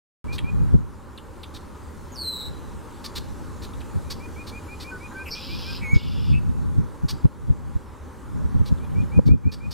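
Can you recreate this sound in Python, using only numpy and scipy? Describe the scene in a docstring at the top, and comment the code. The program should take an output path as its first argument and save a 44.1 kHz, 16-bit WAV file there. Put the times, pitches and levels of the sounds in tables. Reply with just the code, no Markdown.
"""Over distant rumble and hiss, gusts buffet two microphone ports in opposite phase. A bird pipes rising
notes, a blackbird on a bare treetop gives dry chucks, and sharp chips sound nearby. A hard gust makes the
camera turn its gain down for a moment. At 2 s the blackbird slurs a whistle downward; near 5 s, over more
piping, it sings and ends in a buzzy trill, and a second blackbird answers. Toward the end small birds
chirp far off, the piping returns and the wind strikes hardest."""
import sys
import numpy as np
from scipy import signal
from scipy.fft import rfft, irfft, next_fast_len
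from scipy.io import wavfile
from scipy.ndimage import uniform_filter1d, map_coordinates

SR = 44100
rng = np.random.default_rng(int(sys.argv[2]) if len(sys.argv) > 2 else 0)


def master(y):
    """Save y as 16-bit WAV."""
    cut = np.clip(np.atleast_2d(y).T, -1, 1)
    pcm = np.round(cut * 32767)  # scale
    wavfile.write(sys.argv[1], SR, pcm.astype(np.int16))


N = 429093


def amp(db):
    """Decibels to amplitude ratio."""
    return 10 ** (np.asarray(db) / 20)

def unit(x):
    """Normalisation to rms 1."""
    return x / np.sqrt(np.mean(x ** 2) + 1e-20)

def along(points, hz):
    """Interpolation of (frequency_hz, value) points on a log axis."""
    knots_hz, values = np.transpose(points)
    return np.interp(np.log(hz + 1), np.log(knots_hz + 1), values)

def curves(rows, t):
    """Linear interpolation of each column after the first at times t."""
    times, *columns = np.transpose(rows)
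    return [np.interp(t, times, column) for column in columns]

def clock(length_s):
    """Sample times over a duration."""
    return np.arange(int(length_s * SR)) / SR

def wobble(rate, size):
    """Smooth random modulation: a spline with rate knots a second."""
    knots = rng.standard_normal(int(size * rate / SR) + 4)
    return map_coordinates(knots, [np.arange(size) * rate / SR])

def filtered(x, response):
    """Linear filtering: the spectrum times a frequency response."""
    size = x.shape[-1]
    padded = next_fast_len(size + 4096)
    return irfft(rfft(x, padded) * response(np.fft.rfftfreq(padded, 1 / SR)), padded)[..., :size]

def coloured(x, spectrum):
    """Spectral shaping by (frequency_hz, gain_db) points."""
    return filtered(x, lambda hz: amp(along(spectrum, hz)))

def add(track, start_s, x):
    """Superposition of x on the track."""
    part = track[max(round(start_s * SR), 0):][:len(x)]
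    part += x[:len(part)]

def phase_of(hz):
    """Phase as the integral of frequency."""
    return 2 * np.pi * np.cumsum(hz) / SR

def swell(size, taper):
    """A flat envelope with cosine ends."""
    return signal.windows.tukey(size, taper)


# likeness of the air at left and right: frequency_hz, correlation
COHERENCE = [(50, 0.67), (200, 0.57), (400, 0.5), (1200, 0.71), (4000, 0.95), (8000, 0.7), (15000, 0.15)]
def diffuse_noise(spectrum, patchy_db):
    """Partial coherence: patchy noise is divided between mid and side by frequency."""
    bins = signal.stft(rng.standard_normal((2, N)), nperseg=512)[2]
    patches = uniform_filter1d(rng.standard_normal(bins.shape[1:]), size=6, axis=0)
    patches = uniform_filter1d(patches, size=14, axis=1)
    pair = signal.istft(bins * amp(patchy_db * unit(patches)), nperseg=512)[1][:, :N]
    def response(hz):
        angle = np.arccos(along(COHERENCE, hz)) / 2
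        return amp(along(spectrum, hz)) * np.array([np.cos(angle), np.sin(angle)])
    mid, side = filtered(pair, response)
    return unit(np.array([mid + side, mid - side]))

# spectra of the rumble and the hiss: frequency_hz, gain_db
RUMBLE_SPECTRUM = [(15, 8), (50, 11.5), (80, 20.5), (110, 8), (170, 6.5), (260, 9), (400, 5.5), (600, 2.5),
                   (950, 2), (1400, -4), (2000, -14), (3000, -24), (6000, -36)]
HISS_SPECTRUM = [(500, -28), (2000, 1), (4000, 2.5), (5500, 0.5), (7000, 2.5), (9500, 0), (12000, -3.5),
                 (15500, -12)]
# slow swell of the hiss: time_s, level_db
HISS_SWELL = [(.3, -61), (2, -56.5), (4.2, -55.5), (5.8, -55.5), (7, -59.5), (9.7, -59.5)]
def air():
    """Broadband noise: steady distant rumble under a fine hiss that swells and sinks."""
    hiss_db, = curves(HISS_SWELL, np.arange(N) / SR)
    rumble = amp(-38) * diffuse_noise(RUMBLE_SPECTRUM, patchy_db=0.92)
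    return rumble + amp(hiss_db) * diffuse_noise(HISS_SPECTRUM, patchy_db=2.1)


# gusts on the ports: start_s, end_s, level_db
WIND_GUSTS = [(0.241, .5, -34), (0.581, .79, -21), (2.45, 2.8, -41), (3.18, 4.33, -39), (5.54, 5.95, -33.5),
              (6.072, 6.83, -22.5), (7.42, 7.718, -31.5), (8.35, 9.7, -28.5)]
def gusts(calm_db=-49.5, rise_s=0.056, fall_s=0.054):
    """Exponential growth and decay: each gust builds, holds and dies, made lumpy by small eddies."""
    t = np.arange(N) / SR
    force = np.full(N, amp(calm_db))
    for start, end, db in WIND_GUSTS:
        force += amp(db) * np.exp(np.minimum((t - start) / rise_s, 0) + np.minimum((end - t) / fall_s, 0))
    return force * amp(2.6 * wobble(22, N))

# the strongest eddies: centre_s, level_db, nominal_width_s
EDDY_BUFFETS = [(0.441, -20, 0.013), (0.623, -17.5, 0.025), (0.752, -3, 0.015), (3.969, -18, 0.021),
                (5.936, -11, 0.011), (5.968, -3.5, 0.0085), (6.315, -11, 0.036), (6.494, -20, 0.021),
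                (6.789, -12.5, 0.019), (7.047, -12.5, 0.016), (7.136, -22, 0.029), (7.256, -3, 0.012),
                (7.507, -7, 0.017), (7.762, -13, 0.011), (8.359, -27.5, 0.014), (8.455, -15.5, 0.011),
                (8.56, -12.5, 0.018), (8.613, -10.5, 0.015), (8.726, -13, 0.015), (8.99, -18, 0.044),
                (9.187, -4, 0.018), (9.275, -3.5, .015), (9.329, 1, 0.029), (9.47, -3, 0.016)]
# wind pressure at the ports: frequency_hz, gain_db
WIND_SPECTRUM = [(15, -50), (30, -3.5), (70, 3.5), (140, 0.5), (240, -8.5), (330, -22.5), (500, -30),
                 (1000, -66), (2000, -77), (5000, -76), (15000, -84)]
def wind():
    """Turbulent pressure: eddies thump the two ports, mostly in antiphase."""
    force = gusts()
    for centre, db, width in EDDY_BUFFETS:
        t = clock(6 * width) - 3 * width
        add(force, centre + t[0], amp(db) * np.exp(-np.abs(1.29 * t / width) ** 1.48))
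    pressure = coloured(rng.standard_normal((2, N)), WIND_SPECTRUM)
    eddies = signal.hilbert(pressure, next_fast_len(N))[:, :N]
    # dividing by the envelope gives each eddy about the strength of its gust
    envelope = np.sqrt(np.abs(uniform_filter1d(np.abs(eddies) ** 2, size=900, axis=1)))
    common, opposed = force * unit(eddies.real / envelope)
    return amp(-12.5) * common + np.array([opposed, -opposed])


# contour of one piped note: offset_s, pitch_ratio, gain_db
PIPE_CONTOUR = [(-.05, .93, -32), (-.038, .94, -8), (-.02, .965, -7.5), (-.003, .995, -1.5),
                (.016, 1, -0.5), (.026, .985, -9), (.034, .97, -38)]
# runs of piping: first_note_s, last_note_s, full_level_db, opening_drop_db
PIPING_RUNS = [(0.322, 0.483, -38.5, -0.5), (4.081, 5.852, -39.5, 17), (8.835, 9.646, -39.5, 15)]
def pipes(period_s=0.1615, top_hz=2452, swell_s=0.12):
    """Pure-tone glides: rising notes, about six a second, each bent a little differently."""
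    out = np.zeros(N)
    t = PIPE_CONTOUR[0][0] + clock(PIPE_CONTOUR[-1][0] - PIPE_CONTOUR[0][0])
    ratio, shape_db = curves(PIPE_CONTOUR, t)
    for first, last, full_db, drop_db in PIPING_RUNS:
        for centre in np.linspace(first, last, round((last - first) / period_s) + 1):
            bend, tune, force = 1 + np.array([.15, .004, .05]) * rng.standard_normal(3)
            db = full_db - drop_db * np.exp((first - centre) / swell_s)
            hz = top_hz * tune * ratio ** bend * (1 + 0.0025 * wobble(56, len(t)))
            envelope = force * amp(db + shape_db + 0.43 * wobble(67, len(t)))
            add(out, centre + t[0], envelope * np.sin(phase_of(hz)))
    return out


# the blackbird's chucks: start_s, length_s, level_db, beak_resonance_hz
DRY_CHUCKS = [(0.318, 0.055, -43.5, 4080), (1.534, 0.048, -43.5, 3900), (3.037, 0.037, -37, 4370),
              (3.149, 0.045, -34, 3980), (3.614, 0.051, -44, 3980), (4.098, 0.034, -34.5, 4410),
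              (4.461, 0.048, -43.5, 4160), (4.792, 0.057, -42.5, 4200), (7.079, 0.042, -33.5, 4620),
              (8.65, 0.049, -45, 4000), (9.254, 0.038, -44.5, 4400), (9.511, 0.046, -38, 4540),
              (9.705, 0.036, -36, 4700)]
def chucks():
    """Source and filter: rough pulses on an arching pitch excite the resonances of throat and beak."""
    out = np.zeros(N)
    for start, length, db, beak_hz in DRY_CHUCKS:
        size = int(length * SR)
        progress = np.linspace(0, 1, size)
        arch_hz = 440 + 160 * np.sin(np.pi * progress)
        phase = phase_of(arch_hz * (1 + 0.0397 * rng.standard_normal() + 0.017 * wobble(533, size)))
        pulses = unit(np.cos(np.arange(1, 28)[:, None] * phase).sum(axis=0))
        rasp = unit(rng.standard_normal(size) * (1 + np.cos(phase)))
        throat = [(500, -22), (1100, -9), (2000, -14), (3000, -11),
                  (beak_hz * 0.98, -2), (beak_hz, 1), (beak_hz * 1.186, -6),
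                  (7000, -17), (9000, -17), (10500, -22), (13000, -20), (16000, -28)]
        voice = unit(coloured(pulses + rasp, throat))
        middle_dip = 1 - .25 * np.exp(-((progress - .53) / 0.037) ** 2)
        add(out, start, amp(db) * voice * swell(size, 0.6) * middle_dip)
    return out


def sweep(length_s, first_hz, last_hz, rough):
    """A linear chirp of the syrinx, roughened by random frequency modulation."""
    size = int(length_s * SR)
    hz = np.linspace(first_hz, last_hz, size) * (1 + rough * wobble(1420, size))
    return np.sqrt(2) * swell(size, 0.25) * np.sin(phase_of(hz) + rng.uniform(0, 2 * np.pi))

# chips of a nearby bird: start_s, length_s, first_hz, last_hz, level_db
NEAR_CHIPS = [(.3803, .005, 1510, 3880, -42), (0.3828, .009, 4010, 2180, -36.5),
              (0.39, 0.0041, 3720, 2500, -37), (1.175, 0.014, 4090, 2600, -44),
              (1.431, 0.0077, 4620, 2720, -41.5), (1.439, 0.0055, 4400, 2300, -42),
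              (3.734, 0.0092, 4370, 2470, -53), (3.803, 0.017, 4360, 2090, -51.5)]
def chips(rows):
    """Random amplitude modulation turns a steep sweep and its third harmonic into a rasp."""
    out = np.zeros(N)
    for start, length, first_hz, last_hz, db in rows:
        glide = sweep(length, first_hz, last_hz, rough=0.051)
        glide += amp(-15) * sweep(length, 3 * first_hz, 3 * last_hz, rough=0.042)
        rasp = 1 + .7 * wobble(2600, len(glide))
        add(out, start, amp(db) * glide * rasp)
    return out


# slaps of the hardest eddies: start_s, relative_level_db, flap_hz
EDDY_SLAPS = [(.741, -11.5, 330), (5.971, -17.5, 380), (6.79, -11, 170), (7.25, -11.5, 200),
              (9.190, -3.5, 441.4), (9.194, -2.5, 504), (9.289, -1.5, 263)]
def slaps():
    """Damped oscillation: a sudden push of air flaps once or twice, mostly on the left port."""
    out = np.zeros(N)
    for start, db, flap_hz in EDDY_SLAPS:
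        cycles = clock(.03) * flap_hz
        envelope = np.exp(-1.2 * cycles) * (1 - np.exp(-4 * cycles))
        add(out, start, amp(db + 6) * envelope * np.sin(2 * np.pi * cycles))
    return np.array([[1], [-.25]]) * out


# the slurred whistle: time_s, pitch_hz, nominal_flutter_depth_hz, level_db
WHISTLE_CONTOUR = [(2.117, 6970, 310, -51), (2.145, 6220, 420, -49.5), (2.172, 4480, 220, -39),
                   (2.195, 4480, 200, -33), (2.25, 4160, 130, -30), (2.29, 4086, 50, -26.5),
                   (2.35, 3974, 122, -31.5), (2.46, 3940, 167, -35.5), (2.497, 3960, 151, -44)]
def whistle(flutter_hz=125):
    """Coupled pitch and amplitude modulation: a falling whistle, loudest on each flutter's downsweep."""
    t = WHISTLE_CONTOUR[0][0] + clock(WHISTLE_CONTOUR[-1][0] - WHISTLE_CONTOUR[0][0])
    hz, depth, db = curves(WHISTLE_CONTOUR, t)
    flutter = phase_of(flutter_hz * (1 + .14 * wobble(70, len(t))))
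    depth = .8 * depth * amp(1.3 * wobble(60, len(t)))
    phase = phase_of(hz + depth * np.sin(flutter) + 25 * wobble(300, len(t)))
    tremolo = 1 - np.clip(depth / 330, 0, .8) * np.cos(flutter)
    gain = amp(db + 1.6 * wobble(88, len(t))) * tremolo
    voice = np.sin(phase) + amp(-15) * np.sin(2 * phase)
    voice += amp(-19.5) * np.sin(3 * phase) * (hz < 5000) + amp(-28) * np.sin(4 * phase) * (hz < 4500)
    out = np.zeros(N)
    add(out, t[0], gain * voice * swell(len(t), .03))
    return out


def syrinx_tone(hz, depth_hz, overtones_db, warble_hz=288):
    """Frequency modulation: a fast warble on a tone with mostly odd harmonics."""
    warble = np.sin(2 * np.pi * warble_hz * np.arange(len(hz)) / SR) + 0.3 * wobble(502, len(hz))
    phase = phase_of(hz + depth_hz * warble + 7 * wobble(61, len(hz)))
    overtones = sum(amp(db) * np.sin(k * phase) * (k * hz < SR / 2)
                    for k, db in [(2, -14), (3, 0), (5, -5), (6, -16)])
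    return np.sqrt(2) * (np.sin(phase) + amp(overtones_db) * overtones)

# clear notes: start_s, length_s, first_hz, last_hz, level_db, warble_depth_hz, overtones_db
SONG_NOTES = [(4.902, 0.088, 1517, 1482, -38, 11, -37), (5.107, 0.036, 1376, 1340, -44, 320, -30),
              (5.128, 0.12, 1520, 1584, -40, 10, -33), (5.238, 0.12, 11300, 13000, -55.5, 610, -60),
              (5.249, 0.056, 2730, 2390, -41.5, 300, -21), (5.276, 0.036, 5080, 5050, -50, 230, -40),
              (5.301, 0.055, 5210, 4650, -34, 540, -36), (5.657, 0.1, 1550, 1604, -49.5, 10, -30),
              (6.323, 0.043, 2530, 2560, -40, 150, -32), (6.337, 0.064, 2630, 2615, -40, 78, -35)]
# the long note that opens the answer: time_s, pitch_hz, level_db, warble_depth_hz
ANSWER_CONTOUR = [(5.815, 2264, -49, 220), (5.835, 2290, -39, 196), (5.86, 2195, -36.5, 15),
                  (5.895, 2180, -33.5, 5), (5.92, 2243, -32.5, 5), (5.95, 2237, -34, 5),
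                  (5.975, 2218, -35.5, 5), (6.0, 2210, -48, 5)]
def song_notes():
    """Sustained oscillation of the syrinx: the held notes of both blackbirds."""
    out = np.zeros(N)
    for start, length, first_hz, last_hz, db, depth_hz, overtones_db in SONG_NOTES:
        hz = np.linspace(first_hz, last_hz, int(length * SR))
        add(out, start, amp(db) * swell(len(hz), 0.64) * syrinx_tone(hz, depth_hz, overtones_db))
    t = ANSWER_CONTOUR[0][0] + clock(ANSWER_CONTOUR[-1][0] - ANSWER_CONTOUR[0][0])
    hz, db, depth_hz = curves(ANSWER_CONTOUR, t)
    add(out, t[0], amp(db) * syrinx_tone(hz, depth_hz, overtones_db=-23))
    return out


# buzzy trills: start_s, end_s, level_db, sweep_rate_hz, sweep_length_s, jitter_s, echo_ratio,
# sizzle_db, voice_gap_hz, lower_voice_db
SONG_TRILLS = [(5.348, 5.814, -41, 91.6, 0.00365, .0003, 0.61, -19, -400, -3.5),
               (5.945, 6.013, -44, 150, 0.0052, 0.00024, 0.7, -30, -400, -1),
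               (5.985, 6.345, -44, 83, 0.0066, .0008, 1.7, -22, 600, 2.5)]
# drift of the upper voice: time_s, pitch_ratio
TRILL_DRIFT = [(5.35, 1.07), (5.48, 0.92), (5.62, 1.02), (5.78, 0.97), (5.95, 0.93), (6.05, .95),
               (6.2, 1.0), (6.33, 0.96)]
# spectra of the trills and of their high rasp: frequency_hz, gain_db
TRILL_SPECTRUM = [(1800, -16), (2600, 2), (3200, -4), (3700, 2), (4400, -5), (5100, 0.5), (5600, -1),
                  (6200, -8), (8000, -24)]
SIZZLE_SPECTRUM = [(6500, -20), (8000, -24), (10000, -8), (11600, 4), (13000, -9), (14500, 9), (15500, -10)]
def trills(fade_s=0.046):
    """Two-voice phonation: one side of the syrinx sweeps down high, the other lower and less evenly."""
    out = np.zeros((2, N))
    for start, end, db, rate, length, jitter, echo, sizzle_db, gap_hz, lower_db in SONG_TRILLS:
        span = end - start
        t = clock(span + .1)
        train = np.zeros(len(t))
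        for onset in np.arange(0, span - length, 1 / rate):
            pitch = curves(TRILL_DRIFT, start + onset)[0] * (1 + 0.017 * rng.standard_normal())
            late = jitter * rng.standard_normal(3)
            fade = np.clip((span - onset) / fade_s, .2, 1)
            gain = fade * amp(1.4 * rng.standard_normal(3))
            upper = sweep(length, 5900 * pitch, (4000 + gap_hz / 2) * pitch, rough=0.026)
            lower = amp(lower_db) * sweep(length, 4000 - gap_hz / 2, 2560, rough=0.085)
            shallow = amp(-5) * sweep(length, 5500 * pitch, 4800 * pitch, rough=0.027)
            add(train, onset + late[0], gain[0] * upper)
            add(train, onset + 0.0051 + 2 * late[1], gain[1] * lower)
            add(train, onset + 0.0037 + 2 * late[2], gain[2] * shallow)
        train = unit(coloured(train, TRILL_SPECTRUM))
        train += amp(sizzle_db) * unit(coloured(train * rng.standard_normal(len(t)), SIZZLE_SPECTRUM))
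        echoes = scatter(train, [(3000, 0.088), (6000, 0.023)])[:, :len(t)]
        stereo = unit(train + echo * echoes) * np.sqrt(span * SR / len(t))
        for channel, x in zip(out, stereo):
            add(channel, start, amp(db) * x)
    return out


def far_chirps(count, first_s=8.6, last_s=9, pitch_hz=3460, length_s=0.016, level_db=-61):
    """Random spread of time, pitch and level: rows of faint, falling chips from distant birds."""
    chance = rng.uniform(-0.74, 1, (count, 3))
    times = np.linspace(first_s, last_s, count) + 0.027 * chance[:, 0]
    pitches = pitch_hz * (1 + .15 * chance[:, 1])
    levels = level_db + 3 * chance[:, 2]
    return [(start, length_s, hz, .82 * hz, db) for start, hz, db in zip(times, pitches, levels)]


def scatter(x, t60):
    """Reverberation off twigs and trees: convolution with noise decaying by (frequency_hz, t60_s)."""
    hz, t, bins = signal.stft(rng.standard_normal((2, SR)), SR, nperseg=256)
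    mid, side = signal.istft(bins * amp(-60 * t / along(t60, hz)[:, None]), SR, nperseg=256)[1]
    tail = mid + np.array([[1], [-1]]) * amp(-19.5) * side
    return signal.fftconvolve(x[None], tail / np.linalg.norm(tail[0]), axes=1)[:, :N]

# reverberation time among the trees: frequency_hz, t60_s
TREE_DECAY = [(1000, 0.23), (2500, 0.62), (4000, 0.68), (8000, 0.13), (15000, 0.16)]
def scene():
    """Superposition: the birds and their echoes over air and wind."""
    calls = whistle() + song_notes() + chucks() + chips(NEAR_CHIPS + far_chirps(count=6)) + pipes()
    buzz = trills()
    twigs = amp(-5) * scatter(calls, [(2000, 0.047), (4000, 0.11)])
    trees = amp(-18) * scatter(calls + buzz.mean(axis=0), TREE_DECAY)
    return calls + buzz + twigs + trees + air() + wind() + slaps()


def held(x, release_s):
    """Peak detection: instant rise, exponential release."""
    release = np.exp(-np.arange(N) / SR / release_s)
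    return release * np.maximum.accumulate(x / release)

def gain_control(x, limit_db=-9.5, attack_s=0.0089, shallow_db=6):
    """Limiting: gain drops by the rms excess; deep cuts recover quickly, shallow ones slowly."""
    pole = np.exp(-1 / (attack_s * SR))
    power = signal.lfilter([1 - pole], [1, -pole], np.mean(x ** 2, axis=0))
    excess_db = np.maximum(10 * np.log10(power + 1e-12) - limit_db, 0)
    slow_db = held(np.minimum(excess_db, shallow_db), release_s=1)
    quick_db = held(excess_db, release_s=0.38)
    return x * amp(-np.maximum(slow_db, quick_db))

def record(dry):
    """The camera's signal chain: a 690 Hz notch, gain control, clipping, a silent start, a band limit."""
    notched = filtered(dry, lambda hz: 1 - 0.84 / (1 + ((hz - 690) / 75) ** 2))
    clipped = np.clip(gain_control(notched), -1, 1)
    running = np.arange(N) > 0.243 * SR
    return filtered(clipped * running, lambda hz: hz < 15880)


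dry = scene()
out = record(dry)
master(out)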